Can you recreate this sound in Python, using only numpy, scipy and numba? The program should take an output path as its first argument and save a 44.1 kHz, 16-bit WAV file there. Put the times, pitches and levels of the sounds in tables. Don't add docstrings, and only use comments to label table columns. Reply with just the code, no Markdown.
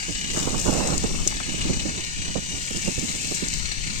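import sys
import numpy as np
from scipy import signal
from scipy.fft import rfft, irfft
from scipy.io import wavfile
from scipy.ndimage import uniform_filter1d
from numba import njit

SR = 44100
rng = np.random.default_rng(int(sys.argv[2]) if len(sys.argv) > 2 else 0)


def store_pcm(level_fs):
    pcm = np.round(np.clip(level_fs, -1, 1) * 32767).astype(np.int16)
    wavfile.write(sys.argv[1], SR, np.atleast_2d(pcm).T)


N = 176400
T = np.arange(N) / SR
FREQS = np.maximum(np.arange(N // 2 + 1) * SR / N, 1)


def undb(db):
    return 10 ** (np.asarray(db) / 20)


def unit(x):
    return x / np.sqrt(np.mean(x ** 2))


def curve(rows):
    return np.interp(T, *np.array(rows, float).T)


def spectrum(rows):
    hz, *columns = np.array(rows, float).T
    return np.array([np.interp(np.log(FREQS), np.log(hz), column) for column in columns])


def colour(x, rows):
    return irfft(rfft(x) * unit(undb(spectrum(rows))), N)


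def noise():
    return rng.standard_normal((2, N))


def band(hz, q):
    return unit(irfft(rfft(noise()) / (1 + (q * (FREQS / hz - hz / FREQS)) ** 2), N))


def walk(rate_hz):
    hold = int(SR / rate_hz)
    steps = np.repeat(rng.standard_normal(N)[:N // hold + 1], hold)
    return unit(uniform_filter1d(steps, hold)[:N])


def bursts(times_s, levels_db, decay_s):
    power = np.zeros(N)
    np.add.at(power, (times_s * SR).astype(int) % N, undb(levels_db) ** 2)
    power = signal.lfilter([1], [1, -np.exp(-2 / (decay_s * SR))], power)
    return power / power.mean()


def even(x, window_s):
    return x / np.sqrt(uniform_filter1d(x ** 2, int(window_s * SR)) + 1e-9)


@njit
def lowpass(x, corner_hz):
    y, band_state, low_state = np.empty(len(x)), 0., 0.
    for i in range(len(x)):
        g = np.tan(np.pi * corner_hz[i] / SR)
        bandpass = (band_state + g * (x[i] - low_state)) / (1 + g * (g + 1.4))
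        y[i] = low_state + g * bandpass
        band_state, low_state = 2 * bandpass - band_state, 2 * y[i] - low_state
    return y


def ground_echo(x, lag_s=0.0024, drift_s=0.00016, echo_db=-10):
    delayed_s = T - lag_s - drift_s * walk(1.512)
    return x + undb(echo_db) * np.array([np.interp(delayed_s, T, side) for side in x])


def churn(x, depth_db=2.2, width_hz=300, smooth_s=0.2):
    size = 1024
    frames = signal.stft(x, nperseg=size)[2]
    wander = uniform_filter1d(rng.standard_normal(frames.shape[1:]), int(width_hz * size / SR), axis=0)
    wander = unit(uniform_filter1d(wander, int(smooth_s * SR / size), axis=1))
    return signal.istft(frames * unit(undb(depth_db * wander)), nperseg=size)[1][:, :N]


# time_s, strokes_per_s
STROKE_SPEED = [(0, 32.9), (.5, 32.8), (.7, 30.4), (.9, 31.6), (1.15, 31.8), (1.38, 32.95), (2.2, 33),
                (2.5, 33.35), (2.7, 32.8), (2.9, 30.9), (3.4, 31.1), (3.6, 32.9), (4, 32.7)]

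def strokes(return_phase=0.27, return_db=-10, jitter_s=0.0016, scatter_db=3.5, free_rate_hz=33):
    rate_hz = curve(STROKE_SPEED)
    turns = np.cumsum(rate_hz) / SR
    stroke = np.arange(int(turns[-1]))
    timing, force = rng.standard_normal((N // 100, 2, 2))[:len(stroke)].T
    times_s = np.interp([stroke, stroke + return_phase], turns, T) + jitter_s * timing
    levels_db = np.array([[0], [return_db]]) + scatter_db * force
    knocks = bursts(times_s.ravel(), levels_db.ravel(), decay_s=0.011)
    blurred = np.abs(uniform_filter1d(knocks, int(0.0065 * SR)))
    rush = undb(1 + 5 * (free_rate_hz - rate_hz))
    return np.sqrt((blurred + rush) / (1 + rush))


# centre_hz, q, left_db, right_db
RING_MODES = [(2274, 7.1, 0, -9), (4220, 4.7, 1, -6)]
# time_s, level_db
RING_LEVEL = [(0, -40), (.5, -59), (1.5, -40.5), (2.6, -54), (2.95, -41), (3.3, -43), (3.55, -37),
              (4, -38.5)]

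def tines(clatter):
    rings = sum(band(hz, q) * undb([[left_db], [right_db]]) for hz, q, left_db, right_db in RING_MODES)
    return rings * clatter * undb(curve(RING_LEVEL))


# freq_hz, coherence, right_lead_rad
CLATTER_ARRIVAL = [(790, 0.1, 1), (1390, 0.99, 3.58), (1605, 1, 3.23), (2180, 0.36, 4.7), (2810, 1, 5.63),
                   (2740, 0.98, 4.44), (3220, 0.26, 5.7), (3980, 0.8, 8.37), (5350, 0.15, 14.8),
                   (6300, 0.3, 7.8), (7400, .6, 22), (8000, 0.8, 1.95)]
# freq_hz, left_db, right_db
CLATTER_EQ = [(202, -3, 4), (514, -11, -19), (980, -9.5, -16.5), (1550, -4.5, -1), (1466, 1.5, 1.5),
              (2050, -1.5, -5.5), (2110, -0.5, -5.5), (2700, 0, 1), (3003, 5, 3), (3000, -1.5, -10.5),
              (3890, -2, -2.5), (3740, 3, 0.5), (4980, -2.5, -9.5), (6150, 1.5, -29), (8180, 0, -20),
              (8870, -6.5, -16), (9300, -84, -93), (15500, -23, -43)]
# time_s, level_db
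CLATTER_LEVEL = [(0.0, -39.5), (0.03, -36), (1.06, -37), (1.09, -39), (1.59, -35.5), (1.75, -36.5),
                 (3.91, -37.5), (4.0, -35)]

def machine(gain_db=4.5):
    clatter = strokes()
    left, independent = rfft(noise() * clatter)
    coherence, lead_rad = spectrum(CLATTER_ARRIVAL)
    coherence = np.clip(coherence, 0, 1)
    right = coherence * np.exp(1j * lead_rad) * left + np.sqrt(1 - coherence ** 2) * independent
    body = colour(irfft(np.array([left, right]), N), CLATTER_EQ)
    body *= undb(curve(CLATTER_LEVEL) + gain_db)
    return churn(ground_echo(body) + tines(clatter))


# mesh_harmonic, left_db, right_db
GEAR_LINES = [(2, -50, -48), (3, -51, -63), (4, -43, -61.5)]
# time_s, lowest_line_db, higher_lines_db
GEAR_SWELLS = [(0, 3, -2), (.5, 1, -6), (1.1, -4, 1.5), (2.5, 1.5, 4), (3.0, -3, -26), (3.7, 2, 9.5),
               (4, -17, -7)]

def gears(teeth=45, wobble=0.009, jitter=0.015, flicker_db=2):
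    rate_hz = curve(STROKE_SPEED)
    sway = wobble * np.sin(2 * np.pi * np.cumsum(rate_hz) / SR) + jitter * walk(300)
    mesh_rad = 2 * np.pi * np.cumsum(teeth * rate_hz * (1 + sway)) / SR
    times_s, lowest_db, higher_db = np.array(GEAR_SWELLS, float).T
    out = np.zeros((2, N))
    for (harmonic, left_db, right_db), swell_db in zip(GEAR_LINES, (lowest_db, higher_db, higher_db)):
        line = unit(np.sin(harmonic * mesh_rad) * undb(flicker_db * walk(11)))
        out += line * undb(np.interp(T, times_s, swell_db)) * undb([[left_db], [right_db]])
    return out


def buffet(eddies, push_db, flutter_db, ref_hz, ref_db=-28.5, db_per_octave=7.5):
    push = undb(push_db + flutter_db * walk(50))
    corner_hz = ref_hz * 2 ** ((20 * np.log10(push + 1e-4) - ref_db) / db_per_octave)
    return lowpass(eddies * push, np.minimum(corner_hz, SR / 10))


# freq_hz, left_db, right_db
EDDY_EQ = [(20, -0.5, 3.5), (44.3, 3.5, 1.5), (81, -8, -2), (132, -8.5, -2.5), (154, -8, 3.5),
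           (225, -11.5, -1.5), (510, -23.5, -8), (1310, -2, -4), (3000, -45.5, -27)]
# time_s, push_db
FLOW_LEFT = [(0, -37), (0.1, -57), (0.35, -38), (0.6, -32.5), (0.95, -32.5), (1.13, -26.5), (1.35, -32.5),
             (1.52, -40), (1.65, -28), (2.05, -41.5), (2.2, -32), (2.55, -45), (2.7, -41), (2.85, -64),
             (3.35, -54), (3.6, -29.5), (3.75, -34), (3.9, -31), (4, -30)]
FLOW_RIGHT = [(0, -38), (0.22, -35), (0.42, -26.5), (0.57, -25), (0.635, -29.5), (0.78, -24.5), (1.12, -29),
              (1.3, -32), (1.65, -29.5), (1.78, -29.5), (2.0, -31.5), (2.12, -37.5), (2.3, -31.5),
              (2.45, -37.5), (2.57, -30.5), (2.67, -39.5), (2.8, -31), (3.35, -33.5), (3.52, -33),
              (3.68, -45), (3.87, -32.5), (4, -39.5)]

def airflow(left_db=7, right_db=5):
    eddies = colour(noise(), EDDY_EQ)
    left = buffet(unit(eddies[0]), curve(FLOW_LEFT), flutter_db=1.5, ref_hz=265)
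    right = buffet(unit(eddies[1]), curve(FLOW_RIGHT), flutter_db=1.7, ref_hz=376)
    return np.array([left * undb(left_db), right * undb(right_db)])


def billow(peak_s=0.793, width_s=0.2, level_db=-27, flutter_db=1.7):
    swell = np.exp(-2 * ((T - peak_s) / width_s) ** 2)
    return band(hz=500, q=0.93)[1] * swell * undb(level_db + flutter_db * walk(50))


# start_s, level_db, hold_s, corner_hz
AIR_PUFFS = [(0.081, -23.5, 0.032, 440), (0.37, -18.5, 0.007, 805), (0.468, -18, 0.01, 1090),
             (0.656, -16.5, 0.0099, 1400), (0.676, -12, 0.021, 770), (0.899, -19.5, 0.004, 1400),
             (0.918, -21, 0.0062, 850), (1.038, -15.5, 0.0069, 810), (1.262, -19.5, 0.0064, 460),
             (1.487, -22.5, 0.007, 400), (1.535, -24.5, 0.0054, 750), (1.647, -22.5, .03, 455),
             (1.692, -16, 0.019, 400), (1.849, -20.5, .013, 484), (2.352, -16, .012, 624),
             (2.375, -19.5, 0.014, 380), (2.54, -26, 0.012, 304), (2.705, -23, 0.0072, 480),
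             (2.743, -23, 0.043, 340), (2.875, -13, 0.012, 430), (2.976, -16.5, 0.013, 280),
             (3.022, -20.5, 0.03, 330), (3.311, -22.5, 0.012, 650), (3.421, -18, 0.015, 342)]

def puffs(attack_s=0.004, release_s=0.008, dulling_s=0.087, rumble_db=-4):
    rumble = unit(colour(noise(), EDDY_EQ)[1])
    eddies = even(band(hz=256, q=0.66)[1] + undb(rumble_db) * rumble, window_s=0.006)
    out = np.zeros(N)
    for start_s, level_db, hold_s, corner_hz in AIR_PUFFS:
        span = slice(int(start_s * SR), int(start_s * SR) + SR // 8)
        age_s = T[span] - T[span][0]
        envelope = np.minimum(age_s / attack_s, 1) * np.exp(-np.maximum(age_s - hold_s, 0) / release_s)
        puff = eddies[span] * envelope * undb(level_db)
        out[span] += lowpass(puff, corner_hz * np.exp(-age_s / dulling_s))
    return out


# start_s, level_db, centre_hz, decay_s, left_minus_right_db
CLOTH_FLAPS = [(0.362, -36.5, 1080, 0.066, 9.5), (1.3242, -31.5, 670, 0.0036, -10),
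               (1.403, -27.5, 1200, 0.0052, 11)]

def flaps():
    out = np.zeros((2, N))
    for start_s, level_db, centre_hz, decay_s, pan_db in CLOTH_FLAPS:
        envelope = (T >= start_s) * np.exp(-abs(T - start_s) / decay_s)
        gains = undb([[level_db + pan_db / 2], [level_db - pan_db / 2]])
        out += band(centre_hz, q=0.85) * envelope * gains
    return out


# start_s, level_db, hold_s
FOLD_SNAPS = [(0.599, -20.5, 0.0022), (0.727, -17, 0.0008), (0.738, -20, 0.0022), (0.79, -23, .001),
              (0.8744, -20.5, 0.0031), (0.9797, -12.5, 0.0011), (1.275, -11.5, 0.0042),
              (2.049, -22, 0.0011), (2.771, -19, 0.0011), (2.996, -23, .001), (3.272, -20, 0.001),
              (3.348, -27, 0.00093), (3.484, -21, 0.0035), (3.538, -18, 0.0034)]

def snaps(crack_db=1, crack_s=0.0006, release_s=0.0014, tail_db=-26, tail_s=0.01):
    power = np.zeros(N)
    for start_s, level_db, hold_s in FOLD_SNAPS:
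        after_s = np.maximum(T - start_s - hold_s, 0)
        body = np.exp(-after_s / release_s) + undb(tail_db) * np.exp(-after_s / tail_s)
        crack = undb(crack_db) * np.exp(-abs(T - start_s) / crack_s)
        power += (T >= start_s) * (undb(level_db) * (body + crack)) ** 2 / 4
    return power


def crackles(per_s=140, level_db=-3):
    when, rarity = rng.random((int(per_s * N / SR), 2)).T
    sizes_db = -3 * np.log(np.maximum(rarity, 0.15))
    return undb(level_db) ** 2 * bursts(when * N / SR, sizes_db, decay_s=0.0014)


# time_s, drive_db
SLIDE_DRIVE = [(0.0, -37.5), (0.29, -38), (0.37, -34.5), (0.56, -37.5), (0.58, -35), (1.26, -37.5),
               (1.28, -33.5), (1.29, -35.5), (1.34, -38), (1.68, -37.5), (2.26, -39), (2.76, -36.5),
               (3.34, -36), (3.35, -34), (3.42, -37.5), (3.53, -36.5), (3.79, -39), (4.0, -37)]
# freq_hz, left_db, right_db
WEAVE_EQ = [(510, -13, -15.5), (1500, -38, -27), (3550, -15.5, -17.5), (4700, -9.5, -11.5),
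            (5350, -1.3, -8), (7280, 3.5, -15), (8760, -2.5, -18), (9520, -24, -21), (9900, -38.5, -33),
            (12700, -25.5, -35.5), (13500, -22, -48), (15500, -26.5, -52)]

def tarp(ref_db=-36, hiss_db=-30, hiss_slope=2.89, sheen_db=-51.5, sheen_slope=4.9):
    drive_db = curve(SLIDE_DRIVE) - ref_db
    hiss_power = undb(hiss_db + hiss_slope * drive_db) ** 2 / 2
    weave = noise() * np.sqrt(hiss_power * (1 + crackles()) + snaps())
    slow_drive_db = np.minimum(uniform_filter1d(drive_db, SR // 8), 3)
    sheen = band(hz=11500, q=4.5) * undb(sheen_db + sheen_slope * slow_drive_db)
    return colour(weave, WEAVE_EQ) + sheen * undb([[0], [-14]])


def scene():
    mix = machine() + gears() + tarp() + flaps() + airflow()
    mix[1] += billow() + puffs()
    return mix


def record(dry):
    return signal.sosfilt(signal.ellip(10, .2, 80, 15850, fs=SR, output="sos"), dry)


dry = scene()
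out = record(dry)
store_pcm(out)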